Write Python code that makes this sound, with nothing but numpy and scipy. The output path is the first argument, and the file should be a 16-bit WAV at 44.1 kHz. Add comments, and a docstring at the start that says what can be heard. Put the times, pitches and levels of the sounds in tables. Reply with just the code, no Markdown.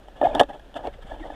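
"""Camera pushed through water

A small camera in a plastic housing is pushed through lake water. Each slap is a dull thud and a rough spatter
that make the housing ring briefly. Air pockets glug as short swelling tones that climb in pitch. Eddies and
droplets patter on the housing as many tiny hits, and tiny bubbles ping, most of all under washes of water.
Slow surges rumble at the microphone as low noise of changing level, over a faint steady hiss."""
import sys
import numpy as np
from scipy import signal
from scipy.fft import rfft, irfft, next_fast_len
from scipy.io import wavfile
from scipy.ndimage import map_coordinates

SR = 44100
rng = np.random.default_rng(int(sys.argv[2]) if len(sys.argv) > 2 else 0)


def rack_gain(trim_db):
    """Turn a fader trim in dB into the linear factor to multiply a signal by."""
    fader = np.asarray(trim_db, float)
    return 10 ** (fader / 20)


def store_pcm(level_fs):
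    """Save levels as 16-bit WAV."""
    pcm = np.round(np.clip(level_fs, -1, 1) * 32767).astype(np.int16)
    wavfile.write(sys.argv[1], SR, np.atleast_2d(pcm).T)


N = 59535  # samples, 1.35 s

# Water slapping the housing: start t/s, thud peak level/dB, spatter peak over the thud level/dB
SLAP_EVENTS = [(.083, -35, -6), (0.214, -9, -28), (0.2278, -11, -38.5), (0.289, -31.5, -3),
               (.349, -21.5, 6.5), (.382, -26.5, -7.5), (0.395, -11.5, 2.5), (.3995, -4.5, -4),
               (0.4051, -10, -3), (0.4106, -2, -15.5), (0.432, -35, 4.5), (0.595, -37.5, -3.5),
               (0.741, -42.5, 7.5), (.871, -21.5, -12), (1.197, -35.5, -25), (1.254, -34, -26),
               (1.301, -25.5, -22)]
# Ways the housing rings: pitch f/Hz, starting level/dB against each other, time to fade by 60 dB t/s
HOUSING_MODES = [(298.8, -5, 0.067), (566, -9, 0.13), (700, 16, 0.0075), (855.4, 5.5, 0.019),
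                 (1218, -19, 0.053), (1714, -7.5, 0.052), (1862, -12.5, 0.034), (2380, -35, 0.023),
                 (3145, 3, 0.0049), (3614, -8, 0.014), (5230, -26, 0.0009), (7800, -18, 0.0047),
                 (8820, -20, 0.0071), (10700, -39.5, 0.0045)]
# Air pockets that swell and close: crest t/s, pitch at the crest f/Hz, length t/s, peak level/dB
AIR_POCKETS = [(.239, 624.7, 0.013, -10.5), (0.256, 709.3, 0.022, -8), (0.272, 781.4, 0.014, -12.5),
               (0.237, 313.2, 0.025, -20.5), (0.294, 644, 0.04, -25), (0.32, 629, 0.029, -26.5),
               (0.358, 681, 0.012, -15), (0.513, 792.3, 0.031, -34), (0.774, 682, 0.025, -29),
               (0.848, 700, 0.0093, -31.5), (.854, 690, 0.0054, -19), (0.866, 750, .006, -23),
               (0.881, 462, 0.023, -27.5), (0.993, 511, 0.014, -39), (1.052, 170, 0.013, -39.5),
               (1.121, 700, 0.0071, -23), (1.12, 1752, 0.019, -41), (1.219, 307, 0.034, -31),
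               (1.238, 1904, 0.028, -40.5)]
# Washes of water over the housing: crest t/s, rise t/s, fall t/s,
# eddies at the crest rms level/dB, droplets at the crest rms level/dB
WATER_WASHES = [(0.161, 0.0061, 0.099, -48, -55), (0.248, 0.013, 0.038, -25.5, -40),
                (0.301, 0.0045, 0.099, -36, -50), (0.357, 0.014, 0.029, -23.5, -45.5),
                (0.403, 0.002, 0.023, -16.5, -47.5), (0.494, 0.0062, 0.023, -36.5, -47.5),
                (0.535, 0.0046, 0.024, -37, -50), (0.77, 0.015, 0.011, -34.5, -39.5),
                (0.802, 0.018, 0.017, -38, -57), (0.847, 0.012, 0.043, -45.5, -49),
                (0.875, 0.032, 0.014, -34.5, -61), (0.937, 0.0081, 0.016, -77, -51),
                (1.029, 0.011, 0.01, -53, -49.5), (1.072, 0.018, 0.049, -62, -52.5),
                (1.129, 0.023, 0.033, -38.5, -52), (1.212, 0.031, 0.04, -47.5, -53.5),
                (1.26, 0.018, 0.027, -39.5, -50.5), (1.309, 0.018, 0.099, -43.5, -52)]
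# Loudness of the surges at the microphone over time: t/s, rms level/dB
SURGE_LEVEL = [(0, -50), (.2, -49), (.3, -35.5), (.45, -47.5), (.8, -49.5), (.89, -40), (1.0, -44.5),
               (1.04, -40), (1.25, -41), (1.35, -45)]
# Colour of the surge rumble: f/Hz, level/dB against the other points
RUMBLE_COLOUR = [(12, -49), (20, 2), (53, -3.5), (86, -16), (200, -29), (510, -120)]
# Colour of the steady hiss: f/Hz, level/dB against the other points
HISS_COLOUR = [(59, -54), (100, -5.5), (196, -1), (681, 0.5), (1060, -12.5), (1690, -9), (2130, -18.5),
               (3240, -14.5), (4540, -25.5), (15400, -38.5)]

THUD_S = 0.00015  # time scale of the thud's push
SPATTER_RISE_S, SPATTER_FADE_S = 0.000295, 0.0031  # time scales
MODE_SCATTER_DB = 3.5
PITCH_SCATTER = 0.02  # share of the pitch; the water's load shifts each ring
SOFT_BELOW_HZ, SHARP_ABOVE_HZ = 970, 1110  # what a soft and a sharp contact excite
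HOUSING_LOW_HZ = 261  # ringing fades out below this
GLUG_CLIMB, GLUG_WAVER = 0.083, 0.0314  # shares of the pitch; the climb is over one pocket length
EDDIES_PER_S, DROPLETS_PER_S = 1400, 2500
CALM_EDDIES_DB, CALM_DROPLETS_DB = -63.5, -71.5  # between the washes
BUBBLES_PER_S, BUBBLE_LOW_HZ, BUBBLE_HIGH_HZ = 260, 1290, 3746
BUBBLE_CYCLES = 16.6  # a bubble is loudest after half of these
BUBBLE_DB = -7  # against the droplets
HISS_DB = -53  # rms


def slaps():
    """Each slap pushes the housing twice at once: one dull thud and one short rough spatter."""
    out = np.zeros(N + SR)  # spare room for the last rings
    t = np.arange(SR // 20) / SR
    thud = np.gradient(t * np.exp(-t / THUD_S))  # a push in and back out
    for start, thud_db, spatter_over_db in SLAP_EVENTS:
        envelope = np.exp(-t / SPATTER_FADE_S) * (1 - np.exp(-t / SPATTER_RISE_S))
        spatter = rng.standard_normal(len(t)) * envelope
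        contacts = ((thud, False, thud_db), (spatter, True, thud_db + spatter_over_db))
        for push, sharp, peak_db in contacts:
            hit = signal.fftconvolve(push, ring(sharp))
            hit = rack_gain(peak_db) * hit / np.abs(hit).max()
            out[round(start * SR):][:len(hit)] += hit
    return out[:N]


def ring(sharp):
    """The housing answers one contact with fading tones, whose levels and pitches are drawn anew each time."""
    t = np.arange(SR // 10) / SR
    hz, db, fade_s = np.transpose(HOUSING_MODES)[:, :, None]
    db = db + MODE_SCATTER_DB * rng.standard_normal(db.shape)
    hz = hz * (1 + PITCH_SCATTER * rng.standard_normal(hz.shape))
    sign = (-1.) ** np.arange(len(hz))[:, None]  # neighbours move in opposite directions
    modes = sign * rack_gain(db - 60 * t / fade_s) * np.sin(2 * np.pi * hz * t)
    if sharp:
        contact = signal.butter(2, SHARP_ABOVE_HZ, "high", fs=SR)
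    else:
        contact = signal.butter(2, SOFT_BELOW_HZ, fs=SR)
    excited = signal.lfilter(*contact, modes.sum(axis=0))
    low_cut = signal.butter(4, HOUSING_LOW_HZ, "high", fs=SR, output="sos")
    return signal.sosfilt(low_cut, excited)


def glugs():
    """Each air pocket sings a few unsteady cycles that swell, rise in pitch and stop."""
    out = np.zeros(N)
    for crest, hz, length, peak_db in AIR_POCKETS:
        t = np.arange(N) / SR - crest
        # random drift with 200 points a second
        waver = GLUG_WAVER * map_coordinates(rng.standard_normal(500), [np.arange(N) * 200 / SR])
        pitch = hz * (1 + GLUG_CLIMB * t / length + waver)
        phase = 2 * np.pi * (np.cumsum(pitch) / SR + rng.random())
        swell = bump(crest, rise=0.39 * length, fall=0.18 * length)
        out += rack_gain(peak_db) * swell * np.sin(phase)
    return out


def slosh():
    """Eddies thud, droplets tick and bubbles ping, far more under each wash, which also pushes the housing."""
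    swells = np.array([bump(*row[:3]) for row in WATER_WASHES])
    eddy_level = rack_gain(CALM_EDDIES_DB) + rack_gain([row[3] for row in WATER_WASHES]) @ swells
    droplet_level = rack_gain(CALM_DROPLETS_DB) + rack_gain([row[4] for row in WATER_WASHES]) @ swells
    push = rack_gain(-20) * noise([(40, -41), (110, 3), (240, -13.5), (400, -55.5)])  # f/Hz, level/dB
    eddies = patter(EDDIES_PER_S, spread_db=1.13, sharp=False)
    droplets = patter(DROPLETS_PER_S, spread_db=3.0, sharp=True)
    return eddy_level * (eddies + push) + droplet_level * (droplets + rack_gain(BUBBLE_DB) * bubbles())


def patter(per_s, spread_db, sharp):
    """Random small contacts of uneven size hit six spots that ring differently and are wetted in turns."""
    hits = (rng.random((6, N)) < per_s / SR / 6) * rng.choice([-1, 1], (6, N))
    # each spot's level wanders, with 30 points a second
    points = np.mgrid[:6, :N] * [[[1]], [[30 / SR]]]
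    turns_db = 3 * map_coordinates(rng.standard_normal((6, 60)), points, order=1)
    size_db = spread_db * np.minimum(rng.exponential(size=(6, N)), 2.5)
    hits = hits * rack_gain(turns_db + size_db)
    return unit(sum(signal.fftconvolve(spot, ring(sharp))[:N] for spot in hits))


def bubbles():
    """Tiny bubbles each give a few soft cycles at their own pitch, swelling and then fading."""
    start, height, softness = rng.random((int(BUBBLES_PER_S * N / SR), 3)).T[:, :, None]
    hz = BUBBLE_LOW_HZ * (BUBBLE_HIGH_HZ / BUBBLE_LOW_HZ) ** height
    t = np.arange(SR // 40) / SR
    age = t * hz / BUBBLE_CYCLES
    pings = rack_gain(-20 * softness) * age * np.exp(-2 * age) * np.sin(2 * np.pi * hz * t)
    at = (start * N).astype(int) + np.arange(len(t))
    return unit(np.bincount(at.ravel(), pings.ravel(), N)[:N])


def surges():
    """Slow surges rumble at the microphone: low noise whose level follows a curve."""
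    t, db = np.transpose(SURGE_LEVEL)
    return rack_gain(np.interp(np.arange(N) / SR, t, db)) * noise(RUMBLE_COLOUR)


def hiss():
    """A faint coloured noise that holds a steady level."""
    return rack_gain(HISS_DB) * noise(HISS_COLOUR)


def bump(crest, rise, fall):
    """A smooth swell that reaches 1 at its crest, with its own rise and fall time scale in seconds."""
    t = np.arange(N) / SR - crest
    return np.exp(-np.minimum((t / np.where(t > 0, fall, rise)) ** 2, 60))


def noise(colour):
    """Random noise of rms 1, its frequencies weighted by (Hz, dB) points."""
    f, db = np.transpose(colour)
    size = next_fast_len(N + 8192)
    hz = np.fft.rfftfreq(size, 1 / SR)
    weight = rack_gain(np.interp(np.log(hz + 1), np.log(f + 1), db))
    return unit(irfft(rfft(rng.standard_normal(size)) * weight, size)[:N])


def unit(x):
    """Scale a sound to rms 1."""
    return x / np.sqrt(np.mean(x ** 2) + 1e-20)


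def scene():
    """All the water sounds over the steady hiss, in one channel."""
    mix = slaps() + glugs() + slosh() + surges() + hiss()
    return mix[None]


def roll_off(x):
    """The treble ends steeply here."""
    return signal.sosfilt(signal.butter(12, 15590, fs=SR, output="sos"), x)


def record(dry):
    """The camera's band limit removes the treble above 15200 Hz."""
    band_limit = signal.butter(12, 15200, fs=SR, output="sos")
    mix = signal.sosfilt(band_limit, dry)
    return roll_off(mix)


dry = scene()
out = record(dry)
store_pcm(out)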